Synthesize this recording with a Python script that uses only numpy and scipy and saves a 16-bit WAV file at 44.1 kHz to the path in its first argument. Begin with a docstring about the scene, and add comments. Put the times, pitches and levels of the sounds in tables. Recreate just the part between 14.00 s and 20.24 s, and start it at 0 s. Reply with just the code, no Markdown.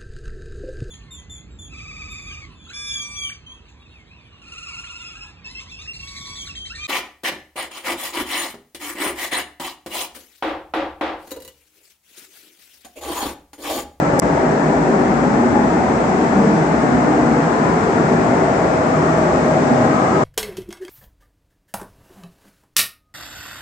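"""Ventilation fans run in a large spray booth while a hand-held camera with two microphones moves along a car.
Turbulent air fills the hard-walled booth with a diffuse rush; the ducts drone and the fans hum faintly throughout.
Early on, a sharp double tick on the camera body makes its limiter duck for a moment.
The camera then rises from the car's wing to its roof and the rush grows; a very faint, thin click follows late."""
import sys
import numpy as np
from scipy import signal
from scipy.fft import rfft, irfft
from scipy.io import wavfile
from scipy.ndimage import uniform_filter1d, minimum_filter1d

SR = 44100
rng = np.random.default_rng(int(sys.argv[2]) if len(sys.argv) > 2 else 0)


def transcribe(u):
    """Save the signal u as a 16-bit wav file named by the first command-line argument.

    u: samples, shape (n,) or (channels, n), limited to [-1, 1]; the rate is SR.
    q: integer samples, one column per channel.
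    """
    v = np.clip(np.atleast_2d(u).T, -1, 1)
    q = np.round(v * 32767).astype(np.int16)
    wavfile.write(sys.argv[1], SR, q)


N = 275184
TIME = np.arange(N) / SR
FREQ = np.fft.rfftfreq(N, 1 / SR)


def rush(level_db=-16, deep_hz=55, rumble_hz=125, airy_hz=480, hiss_hz=2800, rumble_db=-4.5, airy_db=-1.33):
    """Broad turbulent-air noise, coloured by the microphone ports; rumble and top grow as the camera rises."""
    # relative spectrum of the rush as picked up, closed off steeply above 10 kHz: hz, level_db (per Hz)
    spectrum_table = [(22, -33), (68, -8), (100, -10.5), (132, -2.5), (165, -2.5), (192, -1), (240, -2.5),
                      (300, 0), (338, -2.5), (385, -1.4), (480, -4), (780, -4), (1130, -10.5),
                      (1600, -14.5), (2080, -20), (3000, -33.5), (4200, -39), (7500, -42.5), (9900, -57.5),
                      (12000, -99.5)]
    # cavity behind each microphone port, left then right: centre_hz, width_hz, lift_db
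    port_table = [(5650, 1460, 10), (7450, 1360, 10)]
    # camera from low by the car's wing up to its roof: start_s, height (0-1)
    height_table = [(0, 0.07), (1.8, 0.3), (3.6, 0.79), (6.24, 0.8)]
    # rise and fall of the deepest rumble: start_s, gain_db
    deep_table = [(0.0, 0), (2.0, 3.5), (2.64, -10), (3.44, -6), (4.2, -3), (5.2, -1.5), (6.24, -1)]
    # rise and fall of the treble hiss: start_s, gain_db
    hiss_table = [(0, 0.5), (1.7, 0.2), (2.1, 1), (3.2, 0.2), (3.7, 0.9), (4.8, 0.5), (5.6, 1.9),
                  (6.24, 1.5)]
    # gain per unit of height, nearer the ceiling inlet
    rumble_rise_db, airy_rise_db = 6, 1.5

    ports = np.array([1 + (gain_of(db) - 1) * bell(hz, width_hz) for hz, width_hz, db in port_table])
    air = rfft(diffuse(gain_of(over_hz(spectrum_table)) * ports))
    edges_hz = (deep_hz, rumble_hz, airy_hz, hiss_hz)
    below = [1 / (1 + (FREQ / hz) ** 6) for hz in edges_hz]
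    shares = np.diff(below, axis=0, prepend=0, append=1)  # five bands that sum to 1
    deep, rumble, body, top, hiss = (irfft(air * share, N) for share in shares)

    height, = over_time(height_table)
    deep_gain_db, = over_time(deep_table)
    hiss_gain_db, = over_time(hiss_table)
    top_gain_db = airy_db + airy_rise_db * height
    deep = deep * gain_of(deep_gain_db)
    rumble = rumble * gain_of(rumble_db + rumble_rise_db * height)
    top = top * gain_of(top_gain_db)
    hiss = hiss * gain_of(top_gain_db + hiss_gain_db)
    return gain_of(level_db) * (deep + rumble + body + top + hiss)


def standing_waves(x, ripple_db=2.5, stay_s=.7, blur_hz=1500):
    """Hard-wall reflections ripple the spectrum, less in the treble; ripple drifts, single bands swell."""
    # brief band swells as the camera moves, widths at half lift: centre_s, length_s, centre_hz, width_hz, lift_db
    swell_table = [(0.085, 0.16, 199, 21, 10.5), (0.423, 0.059, 385, 33, 11), (0.894, 0.25, 382, 30, 7.5),
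                   (1.046, 0.26, 744, 91, 5.5), (1.15, 0.56, 540, 60, 5), (1.498, .4, 832, 21, 14),
                   (1.83, 0.35, 970, 90, 3), (1.9, .4, 340, 45, 4.5), (1.976, 0.2, 141, 20, 11),
                   (1.45, .55, 136, 25, 4.5), (2.25, 0.49, 82, 35, 3), (3.7, .55, 92, 60, 4),
                   (4.0, 0.37, 300, 25, 1.5), (6.05, 0.37, 300, 34, 4.5), (2.42, 0.27, 206, 31, 9),
                   (2.462, 0.13, 452, 36, 11), (2.5, .25, 324, 28, 11), (2.5, 0.18, 5500, 1200, 3),
                   (2.95, 0.18, 128, 25, 7), (3.08, 0.32, 730, 73, 6), (3.157, 0.19, 308, 25, 9),
                   (3.5, 0.46, 870, 60, 3), (3.654, 0.21, 996, 76, 7), (3.6, .9, 1580, 220, 1.5),
                   (4.2, 0.41, 123, 15, 6.5), (4.37, 0.15, 306, 21, 10), (4.665, 0.19, 530, 170, 5),
                   (5.05, 0.54, 1200, 240, 5.5), (5.102, 0.1, 403, 26, 10.5), (5.8, 0.19, 133, 27, 10.5),
                   (6.09, 0.41, 1245, 170, 9), (6.204, .25, 388, 22, 8)]
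    hz, t, spectrum = signal.stft(x, SR, nperseg=4096, noverlap=3072)
    hz = hz[:, None]
    ripple = rng.standard_normal(spectrum.shape[1:])
    ripple = uniform_filter1d(ripple, max(int(stay_s / t[1]), 2), axis=1)
    ripple = uniform_filter1d(ripple, size=2, axis=0)
    field_db = ripple_db * ripple / ripple.std() / np.hypot(1, hz / blur_hz)
    swell_db = sum(
        lift_db * hump(t, s, length_s) * hump(hz, centre_hz, width_hz)
        for s, length_s, centre_hz, width_hz, lift_db in swell_table)
    rippled = spectrum * gain_of(field_db + swell_db)
    return signal.istft(rippled, SR, nperseg=4096, noverlap=3072)[1][:, :N]


def ducts(hold_s=0.17, surge_s=0.073):
    """Airflow rings the ducts: a strong, wandering resonance surges with gusts and beats with weaker ones."""
    # wander of the strongest resonance: start_s, pitch_hz
    pitch_table = [(0, 245), (1.0, 251), (1.45, 242), (2.4, 236), (2.95, 247), (3.4, 236), (4.2, 247),
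                   (6.24, 245)]
    # weaker resonances: centre_hz, width_hz, level_db
    weak_table = [(210.7, 3.3, -6.5), (229.4, 8, -7.5), (272.8, 6.6, -6), (309, 10, -10)]
    # drone level through the booth's standing waves: start_s, level_db
    level_table = [(0.0, -33), (0.6, -27), (1.0, -20.5), (1.55, -20.5), (1.95, -24), (2.4, -22.5),
                   (2.65, -28), (3.0, -19.5), (3.35, -22), (3.85, -25.5), (4.25, -24), (4.75, -31.5),
                   (4.95, -23.5), (5.25, -38.5), (5.8, -22), (6.24, -31)]
    # gusts on the strongest resonance: centre_s, lift_db
    surge_table = [(0.12, 7), (0.45, 10.5), (1.28, 6), (1.43, 5.5), (1.59, 6), (2.22, 3), (2.38, 2),
                   (2.96, 9), (3.14, -2), (3.28, 7.5), (4.0, 3), (4.17, 8.5), (4.31, 9.5), (5.47, 13),
                   (5.73, 11), (5.83, 4.5)]

    pitch_hz, = over_time(pitch_table)
    strong = gliding(pitch_hz, width_hz=9.5, span_s=.08)
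    weak = sum(gain_of(db) * steadied(diffuse(bell(hz, width_hz)), hold_s) for hz, width_hz, db in weak_table)
    surge_db = sum(lift_db * hump(TIME, s, surge_s) for s, lift_db in surge_table)
    level_db, = over_time(level_table)
    unsurged_rms = (strong + weak).std()
    return gain_of(level_db) * (gain_of(surge_db) * strong + weak) / unsurged_rms


def clicks(rise_s=.00006, lowest_hz=4500, highest_hz=14300):
    """Treble rings of a few milliseconds: the double tick is a knock on so small a case and its ports that it
    radiates no bass; a very faint, thin click rings the same way."""
    # double tick on the camera body, then a very faint click; weaker ones thinner:
    # start_s, left_db, right_db, tilt_db_per_octave
    click_table = [(.1928, -13, -17, 5), (.1977, -4.5, 8, 0), (5.183, -38, -43, 13)]
    # rings in each click: pitch_hz, t60_s, lag_s, left_db, right_db
    ring_table = [(5400, .0038, .0006, 3, -28), (6070, .0036, .0006, -1, -28), (7520, .0026, 0, -15, 1),
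                  (9500, .0024, 0, 0, -4.5), (11300, .0015, 0, -9, -7.5), (14200, .0013, 0, -13, -18)]
    out = np.zeros((2, N))
    t = np.arange(SR // 100) / SR
    band = signal.butter(4, [lowest_hz, highest_hz], "band", fs=SR, output="sos")
    for start_s, left_db, right_db, tilt_db in click_table:
        start = round(start_s * SR)
        for hz, t60_s, lag_s, ring_left_db, ring_right_db in ring_table:
            age_s = np.maximum(t - lag_s, 0)
            envelope = (1 - np.exp(-age_s / rise_s)) * np.exp(-np.log(1000) * age_s / t60_s)
            ring = envelope * np.sin(2 * np.pi * hz * age_s)
            level_db = np.array([[left_db + ring_left_db], [right_db + ring_right_db]])
            level_db = level_db + tilt_db * np.log2(hz / ring_table[0][0])
            out[:, start:start + len(t)] += gain_of(level_db) * signal.sosfilt(band, ring)
    return out


def fans(hum_hz=160.2, hum_db=-3.5, whine_db=4.0):
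    """Blade tones, a hum and a thin whine, blurred by the turbulence that the blades cut through."""
    # hum, before the hum_db offset: start_s, level_db
    hum_table = [(0.0, -24.5), (0.56, -21), (1.76, -30), (2.08, -41), (2.4, -22), (3.76, -23.5),
                 (4.56, -29), (4.96, -18.5), (6.24, -35)]
    # whine, before the whine_db offset: start_s, level_db, pitch_hz
    whine_table = [(0.0, -55, 632), (0.48, -26.5, 633.3), (0.8, -37, 637), (3.8, -36, 670), (4.2, -30, 672),
                   (4.5, -27, 661.4), (4.75, -30, 630.3), (5.0, -27.5, 632.5), (5.3, -29.5, 628.8),
                   (5.65, -24.5, 627.7), (5.95, -31, 634.2), (6.24, -29, 633)]
    hum = steadied(diffuse(bell(hum_hz, width_hz=13.6)), span_s=0.25)
    hum_level_db, = over_time(hum_table)
    whine_level_db, pitch_hz = over_time(whine_table)
    whine = gliding(pitch_hz, width_hz=26.6, span_s=.35)
    return gain_of(hum_db + hum_level_db) * hum + gain_of(whine_db + whine_level_db) * whine


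def diffuse(shape):
    """Noise of rms 1 at the two microphones: alike in the bass, unrelated in the treble."""
    # left over right: hz, balance_db
    balance_table = [(60, -3.5), (200, 0), (420, 2), (520, 1), (820, 2.5), (1150, 4.5), (1850, 6),
                     (2300, 5), (3100, -0.5), (4500, -1), (7000, -3.5), (8500, -8.5), (10000, -14)]
    # phase lead of the left port: hz, lead_rad
    lead_table = [(60, 0.15), (340, 0.24), (500, 0.087), (780, 0.87), (1000, 0.2), (1400, 0.022)]
    a, b, c, d = rng.standard_normal((4, len(FREQ)))
    same, right = arrival(), a + 1j * b
    unrelated = np.sqrt(np.maximum(1 - np.abs(same) ** 2, 0)) * (c + 1j * d)
    left = same * right + unrelated
    pair = np.array([left * np.exp(1j * over_hz(lead_table)), right])
    balance = gain_of(np.outer([.5, -.5], over_hz(balance_table)))
    x = irfft(pair * shape * balance, N)
    return x / np.sqrt(np.mean(x ** 2))


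def arrival(spacing_m=0.17, lean=0.83):
    """Complex coherence of two microphones in air noise from all sides, but more from the right."""
    turn = 2 * np.pi * FREQ * spacing_m / 343 + 1e-4  # 343 m/s; offset avoids 0/0
    even = np.sin(turn) / turn
    return even - 1j * lean * (even - np.cos(turn)) / turn


def gliding(pitch_hz, width_hz, span_s):
    """A narrow, even band of noise whose centre follows a pitch curve by frequency shift."""
    centre_hz = pitch_hz.mean()
    band = steadied(diffuse(bell(centre_hz, width_hz)), span_s)
    shift = np.exp(2j * np.pi * np.cumsum(pitch_hz - centre_hz) / SR)
    return (signal.hilbert(band) * shift).real


def steadied(x, span_s):
    """Evens out the slow swells of a narrow noise and keeps its quick beating."""
    power = uniform_filter1d(np.mean(x ** 2, axis=0), max(int(span_s * SR), 2))
    return x / np.sqrt(np.abs(power) + 1e-9)


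def bell(hz, width_hz):
    """Magnitude of a resonance, 1 at its centre, about 3 dB down at the edges of its width."""
    return 1 / (1 + ((FREQ - hz) / (.78 * width_hz)) ** 2)


def hump(x, centre, width):
    """A smooth rise to 1 at the centre, half as high at the edges of its width."""
    return .5 ** ((2 * (x - centre) / width) ** 2)


def gain_of(db):
    """Decibels to amplitude."""
    return 10 ** (np.asarray(db) / 20)


def over_hz(points):
    """A table joined by straight lines on a log-frequency axis."""
    hz, value = np.transpose(points)
    return np.interp(np.log(FREQ + 1), np.log(hz), value)


def over_time(rows):
    """Each column of a curve table, sample by sample."""
    s, *columns = np.transpose(rows)
    return [np.interp(TIME, s, column) for column in columns]


def scene():
    """Air, ducts and fans all round; the clicks right at the microphones."""
    return standing_waves(rush()) + ducts() + fans() + clicks()


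def record(dry, duck_db=15, hold_s=.0185, ramp_s=.004, ceiling=.99, stop_s=.003, edge_hz=15800):
    """An overload trips the limiter, which ducks, holds and lets go; then clipping, a soft stop, the band limit."""
    overload = np.clip((np.abs(dry).max(axis=0) - 1.1) * 10, 0, 1)
    hold, ramp = int(hold_s * SR), int(ramp_s * SR)
    held = -minimum_filter1d(-overload, hold, origin=(hold - 1) // 2)  # running maximum of the past
    duck = signal.lfilter(np.ones(ramp) / ramp, [1], held)
    clipped = np.clip(dry * gain_of(-duck_db * duck), -ceiling, ceiling)
    stop = np.minimum((TIME[-1] - TIME) / stop_s, 1)
    lowpass = signal.firwin(127, edge_hz, window=("kaiser", 9), fs=SR)
    return signal.oaconvolve(clipped * stop, lowpass[None], "same")


dry = scene()
out = record(dry)
transcribe(out)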